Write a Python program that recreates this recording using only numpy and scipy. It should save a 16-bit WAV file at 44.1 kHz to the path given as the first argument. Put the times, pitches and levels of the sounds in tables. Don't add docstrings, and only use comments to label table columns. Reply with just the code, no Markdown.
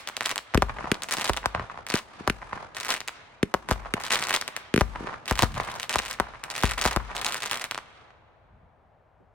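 import sys
import numpy as np
from scipy import signal
from scipy.fft import rfft, irfft, next_fast_len
from scipy.io import wavfile

SR = 44100
rng = np.random.default_rng(int(sys.argv[2]) if len(sys.argv) > 2 else 0)


def wrap_up_sound(samples):
    columns = np.atleast_2d(samples).T
    tamed = np.clip(columns, -1, 1)
    steps = np.round(tamed * 32767).astype(np.int16)
    wavfile.write(sys.argv[1], SR, steps)


N = 411889
SIZE = 2 * next_fast_len((N + 3 * SR) // 2, True)
HZ = np.maximum(np.fft.rfftfreq(SIZE, 1 / SR), 1)
TIME = np.arange(N) / SR

# (time [s], report level [dB], ground echo delay [s], ground echo level re report [dB],
#  boom level [dB], boom left over right [dB], low cut of the report [Hz])
SHELL_BURSTS = [(0.546, 19, 0.0076, -3, 35, 7, 150), (0.6217, 21, 0.0051, -2.5, 25.5, 3, 250),
                (1.2953, 20.1, 0.0054, -5.5, 25.5, -14.5, 60), (1.4583, 22, 0.0039, -21.5, 18.5, 6.5, 700),
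                (2.276, 18.5, 0.0051, -8, 23.5, 7, 150), (3.5404, 18.5, 0.0054, 0, 11.5, 0.5, 50),
                (3.711, 18, 0.0078, -4.0, 30, 7.5, 300), (4.8099, 20.5, 0.0051, -1.5, 32.5, 14, 100),
                (5.3107, 16.5, 0.0078, -4.5, 30, 6.5, 150), (5.4223, 13.5, 0.0085, -0.5, 27.5, 14.5, 248),
                (5.431, 17, 0.0041, 0.5, 33, 15.5, 250), (5.9575, 17.5, 0.005, -10, 19, 14, 400),
                (6.1994, 19, 0.0053, -3, 17.5, 13, 50), (6.6352, 18, 0.0078, -4, 32.5, 13.5, 149),
                (6.8533, 18.5, 0.0081, -2.0, 26.5, 3.5, 50), (6.9622, 16.5, 0.0087, -0.5, 28.5, 14, 60)]
# (time [s], thump level [dB], muzzle snap level before a 2 dB cut [dB])
LIFT_CHARGES = [(0.5752, 28, 11), (0.9163, 25.5, 16), (1.9403, 25.5, 13), (2.2986, 20, 15),
                (3.4295, 28.5, 11.5), (3.9383, 20.5, 13), (4.74, 28.5, 12.5), (4.7613, 24, 11.5),
                (4.7771, 27.5, 12)]
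# (time [s], level [dB])
SINGLE_STARS = [(0.0742, -1), (0.0878, -2), (0.1674, 0), (0.2079, 4.5), (0.2592, 4), (0.3138, 2),
                (0.3587, 0), (0.3794, 1.5), (0.9435, -4), (1.0211, -3), (1.0343, -1), (1.1382, 3),
                (1.334, -2), (1.366, 0), (1.372, 3.5), (1.8665, -5), (1.901, 3), (1.9553, 5.5), (2.9045, 7),
                (2.9399, 3.5), (3.0046, -1.5), (3.0773, -4.5), (3.0833, 0), (4.106, 6), (4.1192, 6.5),
                (4.1371, 5.5), (4.1568, 7), (4.2248, 4), (4.3076, 6.5), (4.3401, 7), (4.3628, 5.5),
                (4.413, 2), (4.4788, 1), (4.5647, 1), (5.7983, -2), (5.8304, -0.5), (5.8944, 1.5),
                (5.9897, 7.5), (6.4384, -3.5), (6.7112, 3), (7.1659, .5), (7.2466, 2.5), (7.2646, 4),
                (7.3442, 3.5), (7.5125, 2.5), (7.5314, 2.5), (7.6413, 1), (7.7112, 2), (7.7462, -1),
                (7.7775, 0.5)]
# (start time [s], end time [s], level of the strongest pops [dB])
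STAR_CLOUDS = [(-.5, -0.017, 5.5), (.225, 0.32, 3.5), (1.087, 1.3, 4.5), (1.887, 1.99, 4),
               (2.748, 2.98, -1.5), (2.891, 2.925, 5.5), (3.688, 3.726, 0), (4.0, 4.11, -0.5),
               (4.105, 4.152, 7), (4.171, 4.3, 2.5), (4.306, 4.373, 6.5), (4.79, 4.809, 2),
               (5.257, 5.337, 0), (5.355, 5.445, 6.5), (5.52, 5.86, -8.5), (5.899, 5.985, 4),
               (6.02, 6.15, 1), (6.502, 6.742, 1.5), (6.779, 6.942, 4), (7.152, 7.655, -.5)]
# (time [s],
# level [dB])
DISTANT_REPORTS = [(0.5385, 8), (0.6949, 7.5), (1.5485, 14), (1.596, 7), (1.775, 0), (2.53, 6),
                   (3.688, 6.5), (5.392, 11), (5.5997, 12.5), (8.105, -14)]
# (lag [s], level of each return re the mean of report and boom [dB])
TREES_AND_WALLS = [(.148, -30.5), (.252, -29.5), (.3, -31)]
# (lag [s], level re thump [dB])
THUMP_ECHOES = [(.265, -19)]
# (time after the report [s], level [dB])
FAR_RETURNS = [(0, -13), (.15, -10.5), (.24, -0.5), (.32, -.5), (.45, -9.5), (.8, -14), (3, -29)]
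# (time at the top [s], half length to 1/e [s], level at the top [dB])
RUMBLE_SWELLS = [(1.6, .045, -36.5), (5.55, .06, -34), (8.561, .11, -56)]

# (frequency [Hz], level [dB])
REPORT_SPECTRUM = [(40, -23), (200, -3), (1000, 1), (1600, -4.5), (2500, -14), (5000, -17), (10000, -24.5),
                   (16000, -33)]
BOOM_SPECTRUM = [(20, -31), (35, -11.5), (58, 0.5), (100, -4), (180, -11.5), (1200, -67)]
THUMP_SPECTRUM = [(25, -21.5), (140, -2.5), (215, 1.5), (290, -1), (410, 0), (600, -15.5), (900, -31),
                  (3000, -56)]
SNAP_SPECTRUM = [(300, -18.5), (900, -7.5), (1500, 2.5), (2500, 0), (6000, -16.5), (9500, -16),
                 (16000, -33)]
CRACKLE_SPECTRUM = [(40, -18), (250, -8), (600, -3), (1100, -1), (3700, -4), (5200, -7), (9300, -8),
                    (11500, -18.5), (16000, -19)]
ROLL_SPECTRUM = [(40, -11.5), (130, -4.5), (300, -9), (1000, 0), (1700, -5.5), (3000, -13), (10000, -21),
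                 (16000, -48)]
BURST_RUMBLE_SPECTRUM = [(20, -35), (47, -4.5), (62, -10.5), (100, -15.5), (170, -23), (1200, -65.5)]
FAR_RUMBLE_SPECTRUM = [(30, -20.5), (55, 0), (95, 1.5), (170, -6.5), (4000, -95)]
AMBIENCE_SPECTRUM = [(20, -22.5), (55, 0), (100, -0.5), (160, -10), (300, -20.5), (650, -6), (1800, -23),
                     (5000, -46), (12000, -57)]

RING_HZ, RING_WIDTH_HZ, RING_DB = 55.5, 4.6, 2.5
BURST_BODY_S, BURST_BODY_DB = .0023, -12.5
MID_REPORT_DB, DULLING_DB_PER_DB = 18, 1.6
LIFT_ROLL_DB = 4.5
STARS_PER_S, STAR_SPREAD_DB = 64, 11
CLOUD_EDGE_DB = -3
SPUTTER_S, SPUTTER_LOSS_DB = .004, 3.8
STAR_ECHO_S, STAR_ECHO_DB, GROUND_CUT_HZ = .0085, -1.5, 2540
STAR_ECHO_SPREAD_S = .0015
POP_RING_OCTAVES, POP_RING_Q = .7, 2.2
EAR_LEAD_S, EAR_SPREAD_S = .000055, .00003
REFLECTOR_DEPTH_S = .02
AIR_DB_PER_S_HZ = .005
FAR_THUD_S, FAR_THUD_DB = 9.2, -9
CUTOFF_HZ = 16000


def bursts():
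    s, report_db, delay, echo_db, boom_db, pan_db, thin_hz = np.transpose(SHELL_BURSTS)
    treble_db = DULLING_DB_PER_DB * (MID_REPORT_DB - report_db)
    report = pops(s, report_db, ragged=0.83, tilt_db=1, treble_db=treble_db, low_cut_hz=thin_hz)
    echo = pops(s + delay, report_db + echo_db, ragged=.4, low_cut_hz=thin_hz) * ground(cut_hz=2240)
    blasts = np.array([shocks(s, boom_db + side * pan_db / 2 - abs(pan_db) / 4) for side in (1, -1)])
    boom = blasts * (colour(BOOM_SPECTRUM) + from_db(RING_DB) * resonance(RING_HZ, RING_WIDTH_HZ))
    rumble = shocks(s + .03, boom_db) * colour(BURST_RUMBLE_SPECTRUM)
    rumble = rumble * scatter(t60=.62, alike=0.75, grain_db=1.0)
    body = shocks(s + BURST_BODY_S, boom_db + BURST_BODY_DB) * colour(THUMP_SPECTRUM)
    far_send = shocks(s, 11 + 0.26 * boom_db)
    return (report + echo) * colour(REPORT_SPECTRUM), boom + body + rumble, far_send


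def lifts():
    s, thump_db, snap_db = np.transpose(LIFT_CHARGES)
    echoes = shocks(*np.transpose(THUMP_ECHOES))
    thumps = shocks(s, thump_db) * colour(THUMP_SPECTRUM) * (1 + echoes)
    snaps = pops(s, snap_db - 2, ragged=.9, tilt_db=2) * colour(SNAP_SPECTRUM)
    return thumps + snaps, shocks(s, snap_db + LIFT_ROLL_DB)


def crackle():
    s, level_db = np.vstack([SINGLE_STARS] + [cloud(*row) for row in STAR_CLOUDS]).T
    delay = STAR_ECHO_S + STAR_ECHO_SPREAD_S * rng.uniform(-1, 1, len(s))
    direct = pops(s, level_db, ragged=0.65, tilt_db=4.5, ring=1.5, ring_hz=2500, size=512)
    echo = pops(s + delay, level_db + STAR_ECHO_DB, ragged=0.3, ring=1, ring_hz=1500, size=512)
    return (direct + echo * ground(GROUND_CUT_HZ)) * colour(CRACKLE_SPECTRUM)


def cloud(start, end, level_db, size=64, count=3):
    jitter, weakness = rng.random((2, size, 1))
    gaps = 2 * SPUTTER_S * rng.random((size, count))
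    turn = np.arange(size)[:, None]
    after = (turn + (jitter - .5) * (turn > 0)) / STARS_PER_S
    phase = after / max(end - start, 1 / SR)
    s = start + after + np.cumsum(gaps, axis=1) - gaps[:, :1]
    star_db = level_db + CLOUD_EDGE_DB * (2 * phase - 1) ** 2 - STAR_SPREAD_DB * weakness
    pop_db = star_db - SPUTTER_LOSS_DB * np.arange(count)
    alight = phase[:, 0] < 1
    return np.column_stack([s[alight].ravel(), pop_db[alight].ravel()])


def pops(times, level_db, ragged, tilt_db=3.5, treble_db=0, low_cut_hz=0, ring=0, ring_hz=1, size=1024):
    hz, t = np.maximum(np.fft.rfftfreq(size, 1 / SR), 1), TIME[:size]
    draws = rng.standard_normal((len(times), 2, size + 2))
    bright, direction = draws[:, :1, :1], draws[:, 1:, :1]
    pitch, noise = draws[:, :1, 1:2], draws[:, :, 2:]
    wake = noise * from_db(-60 * t / 0.021)
    wake = rfft(wake / np.sqrt(np.sum(wake ** 2, axis=-1, keepdims=True)))
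    wake = wake * ragged * (0.3 + hz / (hz + 4500))
    lag = (direction * EAR_SPREAD_S - EAR_LEAD_S) * np.array([[1], [-1]]) / 2
    front = np.exp(-2j * np.pi * hz * lag)
    tone = from_db(tilt_db * np.clip(bright, -2, 2) * (hz - 2000) / (hz + 3500))
    tone = tone / np.sqrt(1 + (np.reshape(low_cut_hz, (-1, 1, 1)) / hz) ** 4)
    tone = tone * from_db(np.reshape(treble_db, (-1, 1, 1)) / (1 + (3000 / hz) ** 2))
    peak_hz = ring_hz * 2 ** (POP_RING_OCTAVES * np.clip(pitch, -2, 2))
    tone = tone * (1 + ring * resonance(peak_hz, peak_hz / POP_RING_Q, hz))
    lead = size // 16
    waves = np.roll(irfft((front + wake) * tone), lead, axis=-1)
    train = np.zeros((2, SIZE))
    for s, gain, wave in zip(times, from_db(level_db), waves):
        train[:, (round(s * SR) - lead + np.arange(size)) % SIZE] += gain * wave
    return rfft(train)


def shocks(times, level_db):
    train = np.zeros(SIZE)
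    samples = np.clip(np.round(np.asarray(times) * SR).astype(int), 0, N)
    np.add.at(train, samples, from_db(level_db))
    return rfft(train)


def from_db(db):
    return 10 ** (np.asarray(db) / 20)


def at_hz(points, hz=HZ):
    f, value = np.transpose(points)
    return np.interp(np.log(hz), np.log(f), value)


def colour(points):
    cepstrum = irfft(np.log(from_db(at_hz(points))), SIZE)
    cepstrum[1:SIZE // 2] *= 2
    cepstrum[SIZE // 2 + 1:] = 0
    return np.exp(rfft(cepstrum))


def resonance(hz, width_hz, at=HZ):
    return 1 / (1 + 1j * (at ** 2 - hz ** 2) / (at * width_hz))


def ground(cut_hz):
    return 1 / np.sqrt(1 + (HZ / cut_hz) ** 4)


def slaps(count=5):
    s, level_db = np.transpose(DISTANT_REPORTS)
    burst_s, report_db, _, _, boom_db, _, _ = np.transpose(SHELL_BURSTS)[:, :, None, None]
    lag, loss_db = np.transpose(TREES_AND_WALLS)[:, :, None]
    depth, strength = rng.standard_normal((2, len(SHELL_BURSTS), len(TREES_AND_WALLS), count))
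    back_s = burst_s + lag + REFLECTOR_DEPTH_S * depth * (lag / lag.max()) ** 2
    back_db = (report_db + boom_db) / 2 + loss_db + 3 * np.clip(strength, -2, 1)
    returns = pops(back_s.ravel(), back_db.ravel(), ragged=1.2, ring=1.6, ring_hz=1100)
    return (pops(s, level_db, ragged=1.57) + returns) * ground(cut_hz=2600) * colour(ROLL_SPECTRUM)


def stereo(mid, side, alike):
    alike = np.clip(alike, 0, 1)
    return np.sqrt(1 + alike) * mid + np.sqrt(1 - alike) * side * [[1], [-1]]


def scatter(t60, alike, grain_db):
    t = TIME[:2 * SR]
    noise = rng.standard_normal((2, len(t)))
    grain = from_db(grain_db * rng.standard_normal(len(t) // 16 + 1)).repeat(16)[:len(t)]
    mid, side = noise * grain
    h = stereo(mid, side, alike) * from_db(-60 * t / t60)
    return rfft(h / np.sqrt(np.sum(h ** 2) / 2), SIZE)


def distance(lumpy_db, alike):
    t = TIME[:3 * SR]
    knots = np.arange(0, 3, .007)
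    lumps = np.interp(t, knots, np.minimum(rng.standard_normal(len(knots)), 2))
    level_db = np.interp(t, *np.transpose(FAR_RETURNS)) + lumpy_db * lumps / (1 + t)
    white, h = rng.standard_normal((2, 2, len(t))), 0
    edges = np.geomspace(30, 18000, 14)
    for k, (low, high) in enumerate(zip(edges, edges[1:])):
        band = signal.butter(2, [low, high], "band", fs=SR, output="sos")
        mid, side = signal.sosfilt(band, white[k % 2])
        hz = np.sqrt(low * high)
        image = stereo(mid, side, alike / (1 + (hz / 2500) ** 2))
        h = h + image * from_db(level_db - AIR_DB_PER_S_HZ * hz * t)
    return rfft(h / np.sqrt(2 * np.sum(from_db(level_db) ** 2)), SIZE)


def swells():
    level = sum(from_db(db) * np.exp(-((TIME - s) / half_s) ** 2) for s, half_s, db in RUMBLE_SWELLS)
    noise = irfft(rfft(rng.standard_normal(SIZE)) * colour(FAR_RUMBLE_SPECTRUM), SIZE)[:N]
    return level * noise / noise.std()


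def ambience(level_db):
    mid, side = rfft(rng.standard_normal((2, SIZE)))
    air = irfft((mid + 0.33 * side * [[1], [-1]]) * colour(AMBIENCE_SPECTRUM), SIZE)[:, :N]
    return from_db(level_db) * air / air.std() * from_db([[1.5], [-1.5]])


def scene():
    nearby = scatter(t60=0.21, alike=0.36, grain_db=2.5)
    far_echoes = distance(lumpy_db=7.0, alike=0.34)
    far_wash = distance(lumpy_db=6, alike=0.46)
    air = ambience(level_db=-61.5) + swells()
    report, boom, burst_send = bursts()
    thumps, lift_send = lifts()
    distant = slaps()
    stars = crackle()
    thud = shocks([FAR_THUD_S], [FAR_THUD_DB]) * colour(THUMP_SPECTRUM)
    direct = (report + thumps) * from_db([[.7], [-.7]]) + stars + boom + distant
    near = from_db(-10.5) * stars + from_db(-16.5) * report + from_db(-19) * thumps
    near = (near + from_db(-7.5) * distant + thud) * nearby
    roll = from_db(-8) * (burst_send + lift_send) * colour(ROLL_SPECTRUM) * far_echoes
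    dulled_stars = stars / np.sqrt(1 + (HZ / 5000) ** 2)
    wash = (from_db(-14) * dulled_stars + from_db(-23) * thumps) * far_wash
    return irfft(direct + near + roll + wash, SIZE)[:, :N] + air


def record(dry, lag_cycles=.8, corner_hz=22):
    late = np.exp(-2j * np.pi * lag_cycles * np.log(1 + HZ / corner_hz))
    top = 1 / np.sqrt(1 + (HZ / CUTOFF_HZ) ** 120)
    swept = irfft(rfft(dry, SIZE) * late, SIZE)
    rounded = swept / (1 + (swept / .55) ** 6) ** (1 / 6)
    return irfft(rfft(rounded) * top, SIZE)[:, :N]


dry = scene()
out = record(dry)
wrap_up_sound(out)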